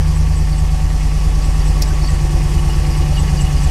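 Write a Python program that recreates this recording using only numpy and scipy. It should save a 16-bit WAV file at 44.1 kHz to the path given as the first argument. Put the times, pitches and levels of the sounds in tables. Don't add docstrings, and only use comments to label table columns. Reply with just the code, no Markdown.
import sys
import numpy as np
from scipy import signal
from scipy.io import wavfile
from scipy.ndimage import uniform_filter1d

SR = 44100
rng = np.random.default_rng(int(sys.argv[2]) if len(sys.argv) > 2 else 0)


def elevation(decibels):
    levels = np.asarray(decibels, float)
    return 10 ** (levels / 20)


def store_pcm(level_fs):
    pcm = np.round(np.clip(level_fs, -1, 1) * 32767).astype(np.int16)
    wavfile.write(sys.argv[1], SR, np.atleast_2d(pcm).T)


N = 163170

# time_s, speed_rpm
CRANK_SPEED = [(0.0, 1144.7), (0.3, 1150.6), (0.55, 1123.2), (0.8, 1117.8), (1.3, 1118.2), (1.9, 1114.2),
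               (2.3, 1106.6), (2.8, 1104.8), (3.2, 1094.5), (3.7, 1069.7)]
# multiple_of_cycle_rate, then rms level cold_db, easing_db, settling_db, warm_db
FIRING_ORDERS = [(1, -40, -41, -42, -38), (1.5, -38, -36, -35, -37), (2, -25, -26, -26.5, -32),
                 (3, -27, -25, -23.5, -22), (4.5, -43, -41, -40, -39), (5, -15, -14.5, -14.7, -16.5),
                 (7, -32, -29, -27, -21.5), (8, -16, -20.5, -25, -18), (8.5, -38, -37, -36, -38),
                 (9, -38, -34, -31.5, -29.5), (10, -46, -41, -36, -33), (11, -45, -44, -43, -42),
                 (14, -38, -42, -52, -55), (15, -43, -46, -48, -39), (16, -19, -24, -23.3, -21),
                 (17, -37, -34, -32.5, -30.5), (18, -45, -48, -43, -35), (22, -52, -49, -46, -47),
                 (29, -48, -47, -46, -46)]
# pitch_hz, sharpness_q
CABIN_BOOMS = [(29.3, 12), (77.2, 4.1)]
# up_to_hz, first_place_cycles, first_swell_db, second_place_cycles, second_swell_db
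KNOCK_PLACES = [
    (400, .08, 5, .7, 4),
    (700, .12, 8, .55, 3),
    (820, .12, 5, .95, 3),
    (1050, .54, 3, .8, 3),
    (1200, .58, 7, .93, 6),
    (3200, .58, 4.5, .21, 2.5),
    (20000, .8, 3, .1, 1.5),
]
# time_s, level_db
ENGINE_LOAD = [(0.03, -32.5), (0.75, -33), (1.19, -32), (1.55, -31), (2.62, -30.5), (3.7, -29.5)]
# pitch_hz, density_db_per_hz
RUMBLE_COLOUR = [(4, -20), (9, -5), (25, -1), (62, -1), (85, -5), (112, -11), (170, -14), (200, -23),
                 (300, -40)]
ROAR_COLOUR = [(150, -38), (210, 1), (350, 1.5), (520, -6), (690, -10), (800, -3.5), (1050, -8.5),
               (1400, -15), (1700, -16)]
CLATTER_COLOUR = [(1200, -10), (1450, -8.5), (1800, 0.5), (2300, -2.5), (2950, -1.5), (3200, -4),
                  (4100, -7.5), (4600, -19)]
HISS_COLOUR = [(3900, -11.5), (4500, -2), (5600, -1), (6600, -4.5), (9000, -6.5), (10500, -11.5),
               (12500, -15), (15600, -27.5), (16500, -40)]
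# pitch_hz, width_hz, rms_db
PART_RINGS = [(269, 7.8, -51), (514.3, 33, -48), (601.3, 15, -48.5), (731, 15, -49.5), (750.7, 17.8, -43),
              (786.3, 24, -48.5), (867, 13, -50.5), (893, 16, -50), (1013, 17, -52), (1111, 14, -46.5),
              (1134.5, 15.7, -45), (1183, 33, -52.5), (1312, 13, -53),
              (1806, 175, -48), (1965, 22, -54.5), (2100, 21, -54.5), (2174, 10.5, -54.5),
                (2456, 21, -53), (3368, 17, -57.5), (2600, 43, -51), (4510, 110, -59), (5850, 65, -63),
                (8680, 200, -57)]
# start_s, peak_db, pitch_hz, length_s
BELT_CHIRPS = [(.15, -40, 7900, 0.036), (0.357, -38, 7880, 0.04), (.575, -37.5, 7890, 0.027),
               (1.43, -40, 7860, 0.046), (1.65, -39, 7820, 0.057), (1.866, -39, 7850, 0.037),
               (2.079, -37, 7940, 0.038), (2.965, -43, 7950, .035), (3.177, -34, 7830, 0.04),
               (3.402, -32, 7770, .032), (3.628, -36, 7700, 0.027), (0.1, -44, 4630, 0.036),
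               (0.316, -45, 4600, .04), (0.51, -40, 4600, 0.049), (1.405, -40.5, 4700, 0.03),
               (1.601, -41, 4640, 0.034), (2.01, -37, 4500, 0.022), (2.038, -34, 4430, 0.023),
               (2.028, -38, 5540, .03), (2.14, -44, 1850, .04), (2.022, -40, 5160, 0.042),
               (2.052, -34, 4560, 0.036), (3.127, -39, 4600, 0.064), (3.359, -37, 4680, 0.043),
               (3.572, -39.5, 4700, 0.035), (2.066, -37.5, 1895, 0.072), (2.578, -37, 2896, 0.028),
               (2.691, -35.5, 2860, 0.032), (3.159, -33, 2890, 0.042), (3.367, -37, 2890, 0.07),
               (3.455, -35, 2900, 0.026), (1.895, -38, 1545, 0.033), (2.9, -38, 5200, 0.038)]
# multiple_of_cycle_rate, rms_db, cut_in_s, cut_out_s
PUMP_ORDERS = [
    (14, -33.5, 2.12, 3.5),
    (37, -37.5, 2.13, 3.1),
]
# time_s, rms_db
SHUDDER_BOUTS = [
    (0, -40.5),
    (2.4, -36.5),
    (2.6, -29.5),
    (2.95, -37),
    (3.25, -29),
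    (3.7, -31),
]
# start_s, level_db
SNAP_SLIPS = [
    (1.8201, -8),
    (1.8222, -11),
    (1.8234, -6),
    (1.8254, -11),
    (1.8279, -12),
    (1.8312, -13),
    (1.8342, -15),
    (1.8360, -18),
    (1.843, -22),
]
# pitch_hz, level_db, t60_s
SNAP_MODES = [(4600, -11, .04), (5050, -5, .022), (5630, 0, .01), (6100, -4, .008), (6600, -4, .007),
              (7300, -8, .006), (8100, -8, .006), (9200, -7, .006), (10300, -5, .006), (11400, -6, .006),
              (12500, -7, .005), (13700, -9, .005), (14900, -12, .005)]


def exhaust(turns):
    ease_s, settle_s, end_s = .6, 1.2, N / SR
    cold_lag_rad, intake_lead_rad = .4, 1.15
    chill = curve([(0, 1.5), (settle_s, .3), (end_s, -.3)])
    out = np.zeros(N)
    for k, *levels_db in FIRING_ORDERS:
        level_db = curve(list(zip((0, ease_s, settle_s, end_s), levels_db)))
        lag_rad = 0
        if k in (5, 7, 9, 17):
            lag_rad = cold_lag_rad * chill * (2 if k == 17 else 1)
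        if k in (10, 11, 17):
            lag_rad = lag_rad - intake_lead_rad
        out += order(turns, k, level_db, lag_rad)
    return out


def engine_bay(turns):
    slow, quick = valves(turns, 2, .85), valves(turns, 4, .22)
    lap = np.cos(np.pi * turns - 4.6)
    roar = elevation(-34) * noise(ROAR_COLOUR, .25, size=1024)
    roar = roar * knocked(turns, 500, .25) * quick ** .2
    clatter = elevation(-40 + .15 * lap) * noise(CLATTER_COLOUR, 1.38, size=512)
    clatter = clatter * knocked(turns, 2000, .53) * slow ** .13
    hiss = elevation(-37.5 + .35 * lap) * noise(HISS_COLOUR, 1.2, size=256)
    hiss = hiss * knocked(turns, 6000, .64) * quick ** .092
    lump_db = 2.2
    rumble = elevation(-28 + lump_db * drift(9.7)) * noise(RUMBLE_COLOUR, 1.5, size=8192)
    load_db = curve(ENGINE_LOAD)
    moving = panels(turns) + flutter(turns, quick) + roar + clatter + hiss
    return elevation(load_db - load_db.mean()) * moving + rumble


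def panels(turns):
    wander_db = 1
    out = np.zeros(N)
    for hz, width_hz, db in PART_RINGS:
        level = elevation(db + wander_db * drift(7))
        out += level * knocked(turns, hz, .8) * rung(1, hz, 1.37 * width_hz)
    return out


def flutter(turns, quick):
    hz, width_hz, start_db, rise_db = 2890, 96, -54.5, 8.5
    level = elevation(start_db + rise_db * np.arange(N) / N)
    return level * knocked(turns, hz, 1.36) * rung(quick ** .7, hz, width_hz)


def valves(turns, per_cycle, shift):
    fall_s, spread_db, bed = .028, .5, 1
    beat = np.floor(per_cycle * turns + shift).astype(int)
    strength = elevation(spread_db * rng.standard_normal(400))[beat % 400]
    hits = np.diff(beat, prepend=beat[0]) * strength
    fall = np.exp(-1 / (fall_s * SR))
    return evened(bed + signal.lfilter([1], [1, -fall], hits))


def knocked(turns, hz, share):
    span, uneven = .07, .25
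    row = next(row for row in KNOCK_PLACES if hz < row[0])
    _, first, first_db, second, second_db = row
    luck = 1 + uneven * rng.standard_normal((60, 2))
    swell_db = np.zeros(N)
    for k, (place, db) in enumerate([(first, first_db), (second, second_db)]):
        cycle = (turns - place + 1.5).astype(int)
        away = (turns - place + .5) % 1 - .5
        swell_db += db * luck[cycle, k] * np.exp(-.5 * (away / span) ** 2)
    return evened(elevation(share * swell_db))


def belt():
    out = np.zeros(N)
    for start_s, db, hz, length_s in BELT_CHIRPS:
        width_hz = .049 * hz
        rub = rng.standard_normal(4000)
        rub = evened(resonate(resonate(rub, hz, width_hz), hz, width_hz))
        swell = np.sin(np.pi * np.minimum(np.arange(4000) / (length_s * SR), 1))
        add(out, start_s, elevation(db) * rub * swell)
    return out


def pump(turns):
    ramp_s, lag_rad = .14, 1.3
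    t = np.arange(N) / SR
    out = elevation(curve(SHUDDER_BOUTS)) * rung(1, 173, 16)
    for k, db, on_s, off_s in PUMP_ORDERS:
        engaged = np.clip(np.minimum(t - on_s, off_s - t) / ramp_s + .5, 0, 1)
        out += engaged * order(turns, k, db, lag_rad)
    return out


def snap():
    level_db, rise_s = -6.5, .0002
    dulling_db = 420
    scrape_db, scrape_t60_s = -6, .006
    highpass = signal.butter(4, 8000, "high", fs=SR, output="sos")
    out, t = np.zeros(N), np.arange(2000) / SR
    for start_s, db in SNAP_SLIPS:
        dull_db = dulling_db * (start_s - SNAP_SLIPS[0][0])
        scrape = signal.sosfilt(highpass, rng.standard_normal(len(t)))
        hit = elevation(scrape_db - 60 * t / scrape_t60_s - dull_db) * scrape
        detune = rng.uniform(1.0, 1.04, len(SNAP_MODES))
        for h, (hz, mode_db, t60_s) in zip(detune, SNAP_MODES):
            octaves = np.log2(hz / SNAP_MODES[0][0])
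            fade = elevation(mode_db - 60 * t / t60_s - dull_db * octaves)
            hit += fade * np.sin(2 * np.pi * hz * h * t)
        add(out, start_s, elevation(db + level_db) * hit * np.minimum(t / rise_s, 1))
    return out


def whine():
    hz, rms_db = 11639, -68
    level = np.sqrt(2) * elevation(rms_db + 2 * drift(3.6))
    return level * np.sin(2 * np.pi * hz * np.arange(N) / SR)


def order(turns, k, db, lag_rad=0):
    lead_rad, lead_per_order, wobble_db, wobble_rad = .28, .377, .9, .12
    hz = k * CRANK_SPEED[4][1] / 120
    boom_rad = sum(np.angle(1 - (hz / f) ** 2 + 1j * hz / f / q) for f, q in CABIN_BOOMS)
    phase = lead_rad + lead_per_order * k - lag_rad - boom_rad + wobble_rad * drift(6)
    level = np.sqrt(2) * elevation(db + wobble_db * drift(4.5))
    return level * np.cos(2 * np.pi * k * turns + phase)


def rung(drive, hz, width_hz):
    steadiness = .5
    tone = rng.standard_normal(N)
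    tone = evened(resonate(resonate(tone, hz, width_hz), hz, width_hz))
    power = abs(uniform_filter1d(tone ** 2, size=int(2 * SR / hz) + 40)) + .05
    return evened(drive * tone / power ** (steadiness / 2))


def resonate(x, hz, width_hz):
    return signal.lfilter(*signal.iirpeak(hz, hz / width_hz, SR), x)


def noise(colour, patchy_db, size):
    hop, hz = size // 4, np.fft.rfftfreq(size, 1 / SR)
    a, b, patches = rng.standard_normal((N // hop + 5, len(hz), 3)).T
    patches = uniform_filter1d(patches, size=5, axis=0)
    patches = evened(uniform_filter1d(patches, size=20, axis=1))
    f, db = np.transpose(colour)
    shape_db = np.interp(np.log(hz + 1), np.log(f + 1), db, -90, -90)
    z = (a + 1j * b) * elevation(shape_db[:, None] + patchy_db * patches)
    return evened(signal.istft(z, nperseg=size, noverlap=3 * hop)[1][:N])


def drift(top_hz):
    t = np.arange(0, N + 256, 256)
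    rates_hz = np.geomspace(.3, top_hz, 12)
    waves = sum(np.sin(2 * np.pi * (f * t / SR + rng.random())) for f in rates_hz)
    return np.interp(np.arange(N), t, evened(waves))


def curve(points):
    s, value = np.transpose(points)
    return np.interp(np.arange(N) / SR, s, value)


def evened(x):
    return x / np.sqrt(np.mean(x ** 2) + 1e-20)


def add(mix, start_s, sound):
    part = mix[round(start_s * SR):][:len(sound)]
    part += sound[:len(part)]


def scene():
    turns = .0143 + np.cumsum(curve(CRANK_SPEED)) / 120 / SR
    mix = exhaust(turns) + engine_bay(turns) + belt() + pump(turns) + snap() + whine()
    return mix[None]


def roll_off(x):
    return signal.sosfilt(signal.butter(12, 15680, fs=SR, output="sos"), x)


def record(dry):
    lowpass = signal.firwin(511, 15680, window=("kaiser", 9), fs=SR)
    cut = signal.oaconvolve(dry, lowpass[None], "same")
    hz, _, z = signal.stft(cut, SR, nperseg=2048, noverlap=1024)
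    near = uniform_filter1d(uniform_filter1d(abs(z), size=3, axis=1), size=3, axis=2)
    mean = uniform_filter1d(near, size=40, axis=1)
    gate_db = np.interp(hz, (9000, 12500, 15500), (-9, -2, -1), -90)
    kept = near > mean * elevation(gate_db)[:, None]
    mix = signal.istft(z * kept, SR, nperseg=2048, noverlap=1024)[1][:, :N]
    return roll_off(mix)


dry = scene()
out = record(dry)
store_pcm(out)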